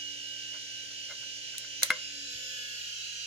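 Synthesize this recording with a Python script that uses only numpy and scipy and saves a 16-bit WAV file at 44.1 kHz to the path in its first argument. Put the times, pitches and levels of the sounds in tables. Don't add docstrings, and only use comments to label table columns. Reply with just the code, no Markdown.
import sys
import numpy as np
from scipy import signal
from scipy.fft import rfft, irfft
from scipy.io import wavfile

SR = 44100
rng = np.random.default_rng(int(sys.argv[2]) if len(sys.argv) > 2 else 0)


def log_audio(samples):
    frames = np.atleast_2d(samples).T
    limited = np.clip(frames, -1, 1)
    pcm = np.round(limited * 32767).astype(np.int16)
    wavfile.write(sys.argv[1], SR, pcm)


N = 143766
T, BINS_HZ = np.arange(N) / SR, np.arange(N // 2 + 1) * SR / N

POWER_OFF_S, SLOWING_PER_S, TAKEOVER_S = 1.863, .0785, .35
SPINDLE_HZ, CAGE_HZ = 60, 37.12
MIC_SHIFT_START_S, MIC_SHIFT_END_S = 0.31, 1.43

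# f/Hz at full speed, relative level/dB at first, after the microphone shift, coasting,
# left-right/dB, likeness of the ears/-1..1, beat rate/(1/s) at full speed, beat depth/0..1
BEARING_TONES = [(288, -67, -70, -68, 4, 0.9, 2.3, 0.2), (519, -77, -77, -70, 1, 0.9, 7.0, 0.2),
                 (577, -81, -77, -69, 0, 0.9, 2.7, 0.3), (1560, -61, -64, -64, 5, 1.0, 2.4, 0.2),
                 (1786, -71, -70, -54, 5, -0.4, 2.3, 0.2), (2082, -70, -68, -66, -3, -0.6, 3.0, 0.8),
                 (2305, -62, -66, -70, -1, 0.2, 7.4, 0.3), (2343, -68, -61, -64, 3, -0.4, 3.6, 0.4),
                 (2378, -68, -63, -65, 3, 0.0, 3.4, 0.3), (2566, -66, -72, -70, 0, -0.1, 3.8, 0.4),
                 (2603, -64, -59, -60, 2, -0.1, 3.9, 0.4), (2638, -61, -58, -63, -2, -0.1, 3.8, 0.7),
                 (2770, -69, -62, -66, -1, -0.8, 4.1, 0.4), (2826, -50, -59, -59, -2, -0.4, 4.2, 0.4),
                 (2864, -60, -55, -55, 1, -0.1, 2.3, 0.1), (2964, -62, -61, -62, -1, -0.1, 6.4, 0.3),
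                 (3055, -69, -75, -65, -4, 0.3, 5.3, 0.3), (3087, -55, -57, -56, -2, -0.1, 4.8, 0.4),
                 (3126, -62, -56, -53, -4, 0.7, 4.6, 0.4), (3165, -63, -65, -55, -8, 0.6, 5.0, 0.3),
                 (3217, -66, -63, -62, -3, 0.3, 6.9, 0.3), (3352, -69, -64, -61, -4, -0.3, 5.1, 0.4),
                 (3389, -72, -66, -54, -10, -0.2, 5.1, 0.5), (3417, -65, -63, -59, -6, 0.6, 5.1, 0.1),
                 (3510, -75, -73, -62, -6, -0.1, 7.3, 0.3), (3546, -66, -68, -68, -1, 0.1, 4.5, 0.2),
                 (3611, -70, -84, -60, -7, 0.4, 6.1, 0.2), (3644, -77, -73, -56, -7, 0.6, 2.9, 0.2),
                 (3679, -66, -69, -66, -3, 0.4, 6.2, 0.3), (3900, -59, -58, -70, -9, 0.4, 6.0, 0.6),
                 (4079, -65, -62, -62, -4, 0.4, 8.8, 0.3), (4128, -73, -70, -66, -5, 0.3, 4.9, 0.4),
                 (4164, -60, -60, -54, -6, 0.3, 5.9, 0.6), (4387, -62, -59, -62, -9, 0.1, 6.5, 0.3),
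                 (4425, -61, -63, -58, -4, -0.0, 6.2, 0.3), (4461, -65, -67, -66, -3, -0.1, 9.8, 0.2),
                 (4655, -64, -66, -62, -6, 0.1, 10.1, 0.3), (4682, -67, -65, -60, -6, -0.1, 7.5, 0.4),
                 (4903, -73, -59, -63, -12, 0.1, 7.4, 0.3), (4943, -58, -57, -57, -10, -0.8, 6.7, 0.6),
                 (4986, -61, -60, -62, -9, -0.7, 10.6, 0.8), (5036, -66, -70, -69, -11, -0.3, 7.7, 0.4),
                 (5167, -58, -63, -66, -7, -0.6, 7.8, 0.5), (5204, -56, -54, -52, -8, -0.9, 7.3, 0.8),
                 (5280, -66, -66, -68, -10, -0.7, 11.2, 0.8), (5460, -64, -56, -56, -8, -0.1, 7.1, 0.2),
                 (5527, -66, -68, -63, -8, -0.5, 12.0, 0.2), (5562, -62, -62, -63, -8, -0.1, 11.9, 0.5),
                 (5729, -64, -68, -59, -6, -0.4, 8.9, 0.5), (5943, -64, -62, -74, -3, 0.1, 9.1, 0.2),
                 (5978, -54, -52, -57, -2, 0.1, 9.4, 0.2), (6251, -71, -78, -61, 0, -0.2, 9.7, 0.4),
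                 (6511, -71, -68, -59, -2, 0.3, 9.7, 0.3), (6726, -69, -64, -66, 1, 0.1, 3.3, 0.3),
                 (6760, -64, -66, -61, 0, -0.2, 10.4, 0.2), (7018, -63, -56, -58, -1, 0.1, 10.2, 0.1),
                 (7293, -74, -65, -58, 4, 0.4, 2.8, 0.3), (7341, -80, -86, -62, 5, 0.5, 4.9, 0.2),
                 (7541, -66, -66, -65, -6, 0.5, 11.4, 0.3)]
TONES_GAIN_DB, TONE_FLUTTER_DB, CASE_RIPPLE_DB = 0.59, 1.0, 2
TONE_RATTLE, PHASE_WANDER_RAD = .08, 0.1

# t/s, level/dB
WHINE_LEVEL = [(0, -42), (.8, -45.3), (1.1, -47), (1.95, -47), (2.2, -53), (2.5, -50), (3.26, -54)]
WHINE_HZ, WHINE_PAN_DB, WHINE_LIKENESS, WHINE_RATTLE = 2898.5, -7, -.1, .08
WHINE_BEAT_PER_S, WHINE_BEAT_DEPTH, WHINE_FIRST_SWELL_S = 4.12, .38, .055

# f/Hz, width/Hz (Gaussian sigma), relative level/dB
CASE_RESONANCES = [(284, 11, 23), (498, 10, 16), (546, 10, 13), (1515, 45, 8), (1680, 25, 13),
                   (1800, 25, 11), (2340, 140, 8), (2595, 140, 9), (2900, 130, 14), (3135, 45, 5),
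                   (3210, 25, 4), (3435, 45, 6), (3900, 70, 7), (4000, 45, 11), (4095, 60, 4),
                   (4830, 45, 4), (4965, 140, 5), (5220, 80, 11), (5565, 140, 7), (5835, 140, 11),
                   (6705, 80, 8)]

# f/Hz at full speed, relative level/dB per harmonic
BUZZ_SPECTRUM = [(300, -100), (1300, -102), (1620, -72), (2000, -76.5), (2450, -77.5), (3000, -66),
                 (3800, -78.5), (5200, -75), (7200, -70.5), (8500, -87), (11000, -83), (13000, -103.5),
                 (16000, -100)]
BUZZ_COAST_DB, BUZZ_WOBBLE = -1.5, 0.23

# f/Hz, relative level/dB per Hz driven, the same coasting
AIR_SPECTRUM = [(20, -125, -122), (33.2, -110, -108), (54, -91, -93), (76, -98, -89), (101, -95.5, -103),
                (204, -100.5, -102), (380, -102, -102), (455, -94.5, -96), (637, -95.5, -101),
                (740, -107, -108), (1060, -108, -111), (1254, -112, -114), (1376, -101, -95),
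                (1650, -97, -85.5), (2020, -94.5, -100), (2550, -93, -89), (3200, -87, -82),
                (3570, -87, -90.5), (3880, -92.5, -83.5), (5200, -91, -87), (6400, -87, -84.5),
                (7150, -102.5, -86), (8570, -104, -100), (9300, -110, -103), (10800, -107, -104),
                (12600, -115, -108), (15400, -120, -112)]
# f/Hz, likeness/-1..1
AIR_LIKENESS = [(60, 0.11), (200, 0.72), (640, 0.76), (1400, -0.34), (3000, 0.11), (15000, -0.099)]
# t/s, level/dB per Hz
TREBLE_LEVEL = [(0, -130), (2.28, -125), (2.31, -100), (2.5, -99), (2.8, -100), (3.05, -108), (3.26, -112)]
# f/Hz, gain/dB
TREBLE_COLOUR_DB = [(3000, -38), (7500, -16), (12000, 4), (16000, -10)]
AIR_FLICKER_DB, MAINS_HZ, MAINS_DB = -0.5, 120, -69

# f/Hz, relative level/dB, t60/s
LID_MODES = [(295, -36, 0.23), (513, -31.5, 0.16), (613, -36.5, 0.15), (1022, -37, 0.13),
             (1128, -33.5, 0.075), (1330, -42, 0.036), (1720, -36, 0.034), (1466, -25.5, 0.039),
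             (1557, -23, 0.044), (1636, -23, 0.03), (2040, -44, 0.033), (2090, -20.5, 0.041),
             (2125, -24, 0.047), (2720, -30, 0.031), (3330, -27.5, 0.016), (4110, -23.5, 0.012),
             (4860, -28, 0.0044), (6800, -50, 0.011), (10080, -28.5, 0.01)]
# t/s, relative level/dB
LID_KNOCKS = [(1.8247, -12), (1.9040, 4), (1.9055, -12), (1.9143, -10.5), (1.9157, -15)]
# t/s, length/s (Gaussian sigma), relative level/dB
LID_RUBS = [(0.548, 0.019, -51.5), (.916, 0.012, -57), (1.111, 0.012, -42), (1.232, 0.0074, -53),
            (1.547, 0.007, -49), (1.644, 0.008, -51)]
# f/Hz, relative gain/dB
SCUFF_COLOUR = [(150, -34.5), (400, -3), (600, 13.5), (800, 1), (1050, -24), (1500, 19), (2200, -6),
                (3500, -28.5), (10000, -18)]
CONTACT_S, KNOCK_LOW_CUT_HZ, KNOCK_PAN_DB = 0.00019, 1030, 3.5
KNOCK_CRACK_DB, KNOCK_CRACK_T60_S = -23, 0.031
RUB_SOFT_HZ, SCUFF_GAIN_DB = 1940, -4.5

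# t/s, relative level/dB, low cut f/Hz
LATCH_SNAPS = [(1.5816, -9.5, 3800), (1.8215, -17, 300), (1.8296, -10, 300), (1.8318, 5, 200),
               (1.8325, 0, 200)]
# f/Hz, relative gain/dB
LATCH_COLOUR = [(100, -40), (250, -42), (530, 0.5), (780, -18), (1000, -13), (1450, -4), (2130, 3.5),
                (2960, -8), (4040, 6), (5040, -4.5), (6400, 2), (7100, -4), (8900, -0.5), (12000, -5),
                (16000, -13.5)]
# f/Hz, left-right/dB
LATCH_PAN = [(2000, 1.5), (4500, -2.5), (6500, -8), (9000, 2.5), (14000, 2.5)]
SNAP_GAIN_DB, SNAP_T60_S = -12.5, 0.016
SNAP_TAIL_DB, SNAP_TAIL_T60_S = -18.5, 0.15

# t/s, length/s (Gaussian sigma), level/dB
HANDLING_BUMPS = [(2.19, 0.022, -62.5), (2.35, 0.02, -62.5)]
# f/Hz, relative gain/dB
HANDLING_COLOUR = [(25, -20), (55, 5), (85, 3), (150, -6), (400, -40), (2000, -78)]

ROOM_DB, ROOM_T60_S, ROOM_DELAY_S = -18, 0.24, 0.0056
CUTOFF_HZ = 16300


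def from_db(db):
    return 10 ** (np.asarray(db) / 20)


def pan(db):
    gains = from_db([[db / 2], [-db / 2]])
    return gains / np.sqrt(np.mean(gains ** 2))


def at_hz(points, hz, axis=1):
    p = np.array(points)
    return np.interp(np.log(hz + 1), np.log(p[:, 0]), p[:, axis])


def colour(x, db):
    return irfft(rfft(x) * from_db(db), N)


def cut(x, order, hz, kind="low"):
    return signal.sosfilt(signal.butter(order, hz, kind, fs=SR, output="sos"), x)


def wander(x):
    i = x.astype(int)
    knots, f = rng.standard_normal(1024), x - i
    f = f * f * (3 - 2 * f)
    return 1.15 * (knots[i % 1024] * (1 - f) + knots[(i + 1) % 1024] * f)


def strike(start_s, response):
    return np.pad(response, ((0, 0), (int(start_s * SR), 0)))[:, :N]


def burst(t60_s, shared=0.49):
    noise = rng.standard_normal((2, N)) + shared * rng.standard_normal(N)
    return noise / np.hypot(1, shared) * from_db(-60 * T / t60_s)


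def swells(rows):
    envelope = sum(from_db(db) * np.exp(-((T - s) / length_s) ** 2 / 2) for s, length_s, db in rows)
    return rng.standard_normal(N) * envelope


def spindle():
    off_s = np.maximum(T - POWER_OFF_S, 0)
    speed = np.exp(-SLOWING_PER_S * off_s)
    return speed, np.cumsum(speed) / SR, np.clip(off_s / TAKEOVER_S, 0, 1)


def beat(per_s, depth, turn, swell_s):
    return (1 + depth * np.exp(2j * np.pi * per_s * (turn - swell_s))) / np.hypot(1, depth)


def case_swell(hz, speed, coast, size=256):
    now_hz = hz * speed[::size]
    db = sum(peak_db * np.exp(-((now_hz - centre_hz) / width_hz) ** 2 / 2)
             for centre_hz, width_hz, peak_db in CASE_RESONANCES)
    mean_db = 10 * np.log10(np.average(from_db(db) ** 2, weights=coast[::size]))
    return coast * np.interp(T, T[::size], db - mean_db)


def tone(hz, db, throb, pan_db, alike, rattle, speed, turn, size=32):
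    t, slid_hz = T[::size], hz * (1 - speed[::size])
    flutter_db = TONE_FLUTTER_DB * wander(5 * t)
    ripple_db = CASE_RIPPLE_DB * np.minimum(slid_hz / 30, 1) * wander(slid_hz / 45)
    per_s, depth, swell_s = throb
    level = from_db(db[::size] + flutter_db + ripple_db) * beat(per_s, depth, turn[::size], swell_s)
    level = level * (1 + rattle * (wander(90 * t) + 1j * wander(90 * t)))
    level = level * np.exp(1j * (PHASE_WANDER_RAD * wander(7 * t) + rng.uniform(0, 2 * np.pi)))
    wave = np.interp(T, t, level) * np.exp(2j * np.pi * hz * turn)
    apart_rad = rng.choice([-1, 1]) * np.arccos(np.clip(alike, -1, 1))
    ears = np.array([wave.real, (wave * np.exp(1j * apart_rad)).real])
    return pan(pan_db) * np.sqrt(2) * ears


def bearings(speed, turn, coast):
    whine_db = np.interp(T, *np.transpose(WHINE_LEVEL))
    throb = WHINE_BEAT_PER_S, WHINE_BEAT_DEPTH, WHINE_FIRST_SWELL_S
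    out = tone(WHINE_HZ, whine_db, throb, WHINE_PAN_DB, WHINE_LIKENESS, WHINE_RATTLE, speed, turn)
    shifted = np.interp(T, [MIC_SHIFT_START_S, MIC_SHIFT_END_S], [0, 1])
    for hz, first_db, shifted_db, coasting_db, pan_db, alike, per_s, depth in BEARING_TONES:
        driven_db = first_db + shifted * (shifted_db - first_db)
        db = TONES_GAIN_DB + driven_db + coast * (coasting_db - driven_db)
        db = db + case_swell(hz, speed, coast)
        out += tone(hz, db, (per_s, depth, rng.random()), pan_db, alike, TONE_RATTLE, speed, turn)
    return out


def buzz(turn, coast, count=430, size=16384):
    hz = CAGE_HZ * np.arange(count)
    chance = rng.standard_normal((2, count)) + 1j * rng.standard_normal((2, count))
    orders = from_db(at_hz(BUZZ_SPECTRUM, hz)) * chance * (hz > 0)
    track = irfft(orders, size) * size / 2
    place = turn * CAGE_HZ % 1 * size
    out = np.array([np.interp(place, np.arange(size), side) for side in track])
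    wobble = 1 + BUZZ_WOBBLE * np.sin(2 * np.pi * SPINDLE_HZ * turn)
    return out * wobble * from_db(BUZZ_COAST_DB * coast)


def air(coast):
    mid, side = rng.standard_normal((2, N))
    alike = np.clip(at_hz(AIR_LIKENESS, BINS_HZ), -.99, .99)
    common, opposed = rfft(mid) * np.sqrt(1 + alike), rfft(side) * np.sqrt(1 - alike)
    per_hz = np.sqrt(SR / 2)
    noise = irfft(common + opposed * [[1], [-1]], N) * per_hz
    driven = colour(noise, at_hz(AIR_SPECTRUM, BINS_HZ))
    coasting = colour(noise, at_hz(AIR_SPECTRUM, BINS_HZ, axis=2))
    hiss = (1 - coast) * driven + coast * coasting
    hiss = hiss * from_db(AIR_FLICKER_DB * wander(60 * T))
    treble = colour(rng.standard_normal((2, N)) * per_hz, at_hz(TREBLE_COLOUR_DB, BINS_HZ))
    treble = treble * from_db(np.interp(T, *np.transpose(TREBLE_LEVEL)))
    hum = from_db(MAINS_DB) * np.sqrt(2) * np.sin(2 * np.pi * MAINS_HZ * T)
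    return hiss + treble + hum


def lid():
    ring = sum(from_db(db - 60 * T / t60_s) * np.sin(2 * np.pi * hz * T) for hz, db, t60_s in LID_MODES)
    ring = ring * (1 - np.exp(-T / CONTACT_S))
    force = cut(swells(LID_RUBS), 2, RUB_SOFT_HZ) / np.sqrt(np.sum(ring ** 2))
    crack = 0
    for s, db in LID_KNOCKS:
        force[int(s * SR)] += from_db(db)
        crack = crack + strike(s, from_db(db + KNOCK_CRACK_DB) * burst(KNOCK_CRACK_T60_S))
    crack = cut(crack, 1, [300, 4500], "band")
    rung = cut(signal.fftconvolve(force, ring)[:N], 2, KNOCK_LOW_CUT_HZ, "high")
    scuff = colour(swells(LID_RUBS), SCUFF_GAIN_DB + at_hz(SCUFF_COLOUR, BINS_HZ))
    return pan(KNOCK_PAN_DB) * (rung + crack + scuff)


def latch():
    out = 0
    for s, db, low_cut_hz in LATCH_SNAPS:
        jangle = from_db(SNAP_TAIL_DB) * burst(SNAP_TAIL_T60_S, shared=0.23)
        snap = burst(SNAP_T60_S, shared=0.099) + jangle
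        out = out + strike(s, from_db(db) * cut(snap, 2, low_cut_hz, "high"))
    sides_db = at_hz(LATCH_PAN, BINS_HZ) * [[.5], [-.5]]
    return colour(out, SNAP_GAIN_DB + at_hz(LATCH_COLOUR, BINS_HZ) + sides_db)


def room(x):
    tail = signal.lfilter([1], [1, -.6], strike(ROOM_DELAY_S, burst(ROOM_T60_S)))
    tail = tail / np.sqrt(np.sum(tail ** 2) / 2)
    return from_db(ROOM_DB) * signal.fftconvolve(x, tail, axes=1)[:, :N]


def bumps():
    db = at_hz(HANDLING_COLOUR, BINS_HZ)
    return colour(swells(HANDLING_BUMPS), db) / np.sqrt(np.mean(from_db(db) ** 2))


def scene():
    speed, turn, coast = spindle()
    drive = bearings(speed, turn, coast) + buzz(turn, coast) + air(coast)
    switch = lid() + latch()
    return drive + switch + room(switch) + bumps()


def record(dry):
    return signal.sosfiltfilt(signal.ellip(10, .05, 70, CUTOFF_HZ, fs=SR, output="sos"), dry)


dry = scene()
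out = record(dry)
log_audio(out)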